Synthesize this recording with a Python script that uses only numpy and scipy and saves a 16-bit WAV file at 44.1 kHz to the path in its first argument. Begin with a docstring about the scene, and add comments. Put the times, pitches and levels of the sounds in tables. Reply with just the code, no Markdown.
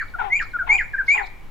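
"""Open grassland, a stereo microphone in a light wind. Off to the left a zebra barks three times:
a squeak, then a rasp shaped by throat and mouth that clears into a falling voiced tone. Near the
centre a louder bird repeats a fluty phrase on the almost pure tone of its syrinx: two low slurs,
a rising whistle, a steep downward sweep. Trees scatter the calls back, small birds chirp far away,
the grass rustles and the wind rumbles on the microphone."""
import sys
import numpy as np
from scipy import signal
from scipy.fft import rfft, irfft
from scipy.io import wavfile
from scipy.ndimage import uniform_filter1d

SR = 44100
rng = np.random.default_rng(int(sys.argv[2]) if len(sys.argv) > 2 else 0)


def transcribe(signal):
    """Save signal, clipped to [-1, 1], as a 16-bit WAV file at the path in sys.argv[1]."""
    frames = np.atleast_2d(signal).T
    limited = np.clip(frames, -1, 1)
    pcm = np.round(limited * 32767).astype(np.int16)
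    wavfile.write(sys.argv[1], SR, pcm)


N = 66150
LEAD_IN_S = 0.2  # calls begun before t = 0 still ring into the opening
SIZE = N + int(LEAD_IN_S * SR)
SAG_S, SLUR_SAG_HZ, SWEEP_SAG_HZ = 0.012, 70.5, 199.7  # the bird's pitch gives way as a note ends


def undb(db):
    """Decibels to gain."""
    return 10 ** (np.asarray(db) / 20)


def pan(db):
    """Channel gains that put the left db above the right."""
    return undb(np.array([[db], [-db]]) / 2)


def response(points, hz):
    """Gain of an (f/Hz, level/dB) curve at the given frequencies."""
    f, db = np.array(points).T
    return undb(np.interp(np.log(np.maximum(hz, 1)), np.log(f), db))


def colour(x, points):
    """Filter by an (f/Hz, level/dB) curve that falls steeply outside its ends."""
    f = np.arange(SIZE + 1) * SR / (2 * SIZE)
    skirts = 1 / (1 + (f / points[-1][0]) ** 12) / (1 + (points[0][0] / (f + 1)) ** 4)
    return irfft(rfft(x, 2 * SIZE) * response(points, f) * skirts)[:SIZE]


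def stereo_noise(points, shared):
    """Unit noise with the given spectrum; a share of its power is common to both channels."""
    noises = [colour(rng.standard_normal(SIZE), points) for _ in range(3)]
    both, left, right = [x / x.std() for x in noises]
    return np.sqrt(shared) * both + np.sqrt(1 - shared) * np.array([left, right])


def walk(rate):
    """Smooth random wander of unit spread, at rate steps a second."""
    hold = max(int(SR / rate), 1)
    steps = np.repeat(rng.standard_normal(SIZE // hold + 1), hold)
    x = uniform_filter1d(uniform_filter1d(steps, hold), hold)[:SIZE]
    return x / x.std()


def gate(t, length, attack, release):
    """Rounded attack, hold and release, in seconds."""
    rise = np.sin(np.pi / 2 * np.clip(t / attack, 0, 1))
    fall = np.sin(np.pi / 2 * np.clip((length - t) / release, 0, 1))
    return rise * fall


def turn(hz):
    """Phase of a moving pitch."""
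    return 2 * np.pi * np.cumsum(hz) / SR


def delay(x, seconds):
    """The sound shifted later in time."""
    return np.interp(np.arange(SIZE) - seconds * SR, np.arange(SIZE), x, left=0)


def spaced(x, lag_s):
    """The sound in both channels, reaching the right one later."""
    return np.array([x, delay(x, lag_s)])


def zebra(t):
    """Barks from the left: a harsh burst from the throat clears into a falling voiced tone."""
    # barks: t/s, length/s, starting f/Hz, level/dB
    barks = [(0.184, 0.14, 474.9, -27.5), (.663, 0.13, 471.6, -27.5), (1.137, 0.13, 472.9, -27)]
    # harmonics of the voice, from the fundamental up: level/dB
    harmonics = [-20, -4, -19.5, -27.5, -25.5, -27]
    # resonances of throat and mouth, shaping the rasp: f/Hz, level/dB
    throat = [(300, -40.5), (560, -31.5), (650, -19), (730, -1.5), (930, 0), (1080, -2), (1220, -26.5),
              (1420, -12), (1800, -13.5), (2300, -15.5), (2800, -20.5), (3600, -26.5), (4600, -46.5),
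              (8000, -51.5)]
    sag_hz_per_s, rasp_fade_db_per_s = 930, 85.5
    harsh_s, voice_rise_s, squeak_lead_s = 0.038, 0.04, 0.036
    voice = np.zeros(SIZE)
    for start, length, hz, db in barks:
        age = np.clip(t - start, 0, length)
        jitter = 0.01 + 0.07 * np.exp(-age / harsh_s)
        phase = turn((hz - sag_hz_per_s * age) * (1 + jitter * walk(400)))
        tone = sum(undb(level) * np.sin(k * phase) for k, level in enumerate(harmonics, 1))
        tone *= np.minimum(age / voice_rise_s, 1)
        breath = rng.standard_normal(SIZE) * (1 + 0.39 * np.cos(phase))  # pulses with the voice
        rasp = colour(breath, throat)
        rasp = rasp / rasp.std() * undb(-3 - rasp_fade_db_per_s * age)
        bark = (tone + rasp) * gate(age, length, attack=0.021, release=0.07)
        voice += undb(db) * (bark + undb(-17.5) * squeak(t - start + squeak_lead_s))
    return pan(14.5) * spaced(voice, lag_s=0.00048) + undb(-10) * scatter(voice, t60=0.56, shared=0.18)


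def squeak(age, length=0.04):
    """The short, unsteady arch of pitch that leads into a bark."""
    hz = np.interp(age, [0, length / 2, length], [648, 735, 630]) * (1 + 0.042 * walk(400))
    return np.sin(turn(hz)) * gate(age, length, attack=0.017, release=0.014)


def bird(t):
    """The loud bird near the centre: its direct song, then the returns from near and far trees."""
    # echoes off nearby trees: delay/s, level/dB, right channel's lag/s
    trees = [(0.0111, -12.5, -0.01), (0.02, -17.5, -0.0088), (.031, -24, -0.036)]
    # colour of the long echo: f/Hz, level/dB
    far_colour = [(1300, -4.5), (1800, 5.5), (2350, 1.5), (3000, -3)]
    low = slurs(t)
    tone, overtones = whistles(t)
    falls = sweeps(t)
    song = low + tone + falls
    direct = low + falls + spaced(tone, lag_s=47e-6)
    echoes = sum(undb(db) * np.array([delay(song, late), delay(song, late + lag)])
                 for late, db, lag in trees)
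    near = (undb(-9) * scatter(tone, t60=0.26, shared=0.25)
            + undb(-11.5) * scatter(low, t60=0.26, shared=1)
            + undb(-6.5) * scatter(falls, t60=0.15, shared=0.7))
    far = undb(-17) * scatter(colour(song, far_colour), t60=0.67, shared=0.3)
    sheen = spaced(overtones, lag_s=14e-6) + undb(-0.5) * scatter(overtones, t60=0.26, shared=0.26)
    return pan(1) * direct + echoes + near + far + pan(2.8) * sheen


def syrinx(hz):
    """The bird's voice: a pure tone that wavers slightly in pitch and flutters in strength."""
    tone = np.sin(turn(hz * (1 + 0.0035 * walk(250))))
    return tone * undb(0.27 * walk(200) + 0.45 * walk(1100))


def whistles(t):
    """Loud rising notes: their pure tone and their raspy overtones."""
    # one curve for each whistle: t/s, f/Hz, level/dB
    curves = [
        [(-.09, 2105, -29), (-.06, 2240, -15), (-.02, 2380, -28)],
        [(.299, 2030, -40.5), (.305, 1990, -26), (.317, 2060, -24), (.331, 2180, -9.5), (.350, 2280, -17),
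         (.368, 2400, -13.5), (.379, 2420, -31)],
        [(.687, 2110, -38.5), (.694, 2120, -14.5), (.706, 2170, -8.5), (.721, 2290, -9), (.742, 2390, -10.5),
         (.757, 2459, -15), (.766, 2440, -35.5)],
        [(1.078, 2150, -39), (1.084, 2155, -12.5), (1.096, 2200, -8.5), (1.116, 2285, -10), (1.139, 2410, -12),
         (1.150, 2474, -16.5), (1.158, 2512, -30)],
    ]
    # overtone strength by where it falls: f/Hz, level/dB re the fundamental
    timbre = [(4000, -54.5), (4800, -36.5), (5600, -50), (6400, -41), (6900, -31.5), (7200, -24),
              (7500, -43), (8200, -60.5), (9500, -43), (10500, -68.5)]
    tone, overtones = np.zeros((2, SIZE))
    for curve in curves:
        times, hz, db = np.array(curve).T
        pitch = np.interp(t, times, hz)
        envelope = undb(np.interp(t, times, db))
        envelope *= gate(t - times[0], times[-1] - times[0], attack=0.002, release=0.001)
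        phase = turn(pitch * (1 + 0.0082 * walk(900)))  # fast jitter roughens the overtones
        tone += envelope * syrinx(pitch)
        overtones += envelope * sum(response(timbre, k * pitch) * np.sin(k * phase) for k in range(2, 5))
    return tone, overtones


def sweeps(t):
    """Whip-like falls, loudest around the knee where the plunge slows."""
    # sweeps: t/s, length/s, knee f/Hz, end f/Hz before the sag, level/dB, fade past the knee/(dB/s)
    notes = [(-.013, 0.048, 1995, 1330, -22.5, 96.5), (.389, 0.045, 1927, 1282, -20.5, 111),
             (0.778, .050, 2164, 1478, -14.5, 301.5), (1.168, .053, 2135, 1424, -17, 298.5)]
    top_hz, knee_s, plunge_db = 3500, 0.01, -22.5
    out = np.zeros(SIZE)
    for start, length, knee_hz, last_hz, db, fade in notes:
        age = np.clip(t - start, 0, length)
        hz = np.interp(age, [0, knee_s, length], [top_hz, knee_hz, last_hz])
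        hz -= SWEEP_SAG_HZ * np.exp((age - length) / SAG_S)
        swell_db = plunge_db * np.maximum(1 - age / knee_s, 0) - fade * np.maximum(age - knee_s, 0)
        tone = syrinx(hz * (1 + 0.012 * walk(400)))
        gain = undb(db + swell_db + 2.5 * walk(600))
        out += tone * gain * gate(age, length, attack=0.0062, release=0.019)
    return out


def slurs(t):
    """Low notes that drop quickly, then slide."""
    # slurs: t/s, length/s, start f/Hz and end f/Hz before the sag, level/dB
    notes = [(.136, 0.024, 1620, 1380, -22), (0.184, .039, 1740, 1371, -20),
             (0.533, .041, 1600, 1398, -19.5), (0.584, 0.046, 1790, 1423, -18),
             (0.932, 0.028, 1800, 1562, -17), (0.978, 0.042, 1900, 1505, -16)]
    drop_s, drop_share = 0.0057, 0.45
    out = np.zeros(SIZE)
    for start, length, first_hz, last_hz, db in notes:
        age = np.clip(t - start, 0, length)
        height = drop_share * np.exp(-age / drop_s) + (1 - drop_share) * (1 - age / length)
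        hz = last_hz + (first_hz - last_hz) * height
        hz -= SLUR_SAG_HZ * np.exp((age - length) / SAG_S)
        out += syrinx(hz) * undb(db) * gate(age, length, attack=0.021, release=0.0084)
    return out


def scatter(x, t60, shared):
    """Diffuse return from trees and ground, 60 dB down in t60 seconds, partly alike in both channels."""
    t = np.arange(N) / SR
    both, own = rng.standard_normal(N), rng.standard_normal((2, N))
    tail = np.sqrt(shared) * both + np.sqrt(1 - shared) * own
    tail *= np.exp(-np.log(1000) * t / t60) * np.clip(t / 0.0025, 0, 1)
    tail /= np.sqrt(np.sum(tail ** 2, axis=1, keepdims=True))
    return signal.fftconvolve(x[None], tail, axes=1)[:, :SIZE]


def small_birds(t):
    """Thin, quick glides from far away, with almost as much scatter as direct sound."""
    # chirps: t/s, length/s, start f/Hz, end f/Hz, level/dB
    chirps = [(0, 0.037, 3960, 4800, -51), (0.074, 0.018, 4530, 3140, -56.5),
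              (0.096, 0.011, 4840, 3870, -54.5), (0.414, 0.013, 5720, 3380, -55),
              (0.437, 0.018, 5310, 3750, -50), (0.508, 0.016, 4660, 3680, -55),
              (1.104, 0.0097, 4610, 3190, -41), (1.22, 0.039, 4700, 3150, -47.5),
              (1.257, 0.011, 5130, 3540, -50.5)]
    out = np.zeros(SIZE)
    for start, length, first_hz, last_hz, db in chirps:
        hz = np.interp(t - start, [0, length], [first_hz, last_hz]) * (1 + 0.013 * walk(500))
        out += undb(db) * np.sin(turn(hz)) * gate(t - start, length, length / 2, length / 2)
    return out + undb(-1.5) * scatter(out, t60=0.35, shared=0.11)


def rustles(t):
    """Brief, grainy swishes a little to the left, as of hooves in grass."""
    # swishes: t/s, length/s, level/dB
    swishes = [(0.393, 0.068, -51.5), (0.754, 0.095, -57), (1.052, 0.095, -49), (1.249, 0.033, -56)]
    # spectrum of the grass: f/Hz, level/dB
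    grass = [(2800, -7.5), (4000, -3), (5100, -4), (6000, -14), (11000, -33)]
    swell = sum(undb(db) * gate(t - start, length, length / 2, length / 2)
                for start, length, db in swishes)
    return stereo_noise(grass, shared=0.21) * swell * undb(3.3 * walk(300)) * pan(2.8)


def wind(t):
    """Light wind rumbling unevenly on the microphone, with one brief gust."""
    # spectrum of the rumble: f/Hz, level/dB
    rumble = [(9, 12), (20, 6), (32, 0.5), (50, -9), (85, -10), (125, -17), (180, -19.5), (330, -32)]
    gust_at_s, gust_width_s, gust_db = 0.47, 0.075, 3.5
    swell_db = 1.53 * walk(7) + gust_db * np.exp(-((t - gust_at_s) / gust_width_s) ** 2)
    return stereo_noise(rumble, shared=0.25) * undb(-37 + swell_db) * pan(2.5)


def air():
    """The faint, nearly steady hush of the open field."""
    # spectrum of the hush: f/Hz, level/dB
    hush = [(100, -14.5), (300, 3.5), (600, -1.5), (1000, 1.5), (2000, -8.5), (3000, -10), (4500, -17.5),
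            (6000, -20), (9000, -24), (20000, -21.5)]
    return stereo_noise(hush, shared=0.55) * undb(-51.5 + 0.43 * walk(4.2))


def scene():
    """At the microphone: bird, zebra, far chirps and rustles over wind and the hush of the field."""
    t = np.arange(SIZE) / SR - LEAD_IN_S
    background = wind(t) + air()
    return (bird(t) + zebra(t) + small_birds(t) + rustles(t) + background)[:, -N:]


def record(dry):
    """The recorder cuts the treble steeply above 15.8 kHz."""
    return signal.sosfilt(signal.ellip(10, 0.2, 80, 15800, fs=SR, output="sos"), dry)


dry = scene()
out = record(dry)
transcribe(out)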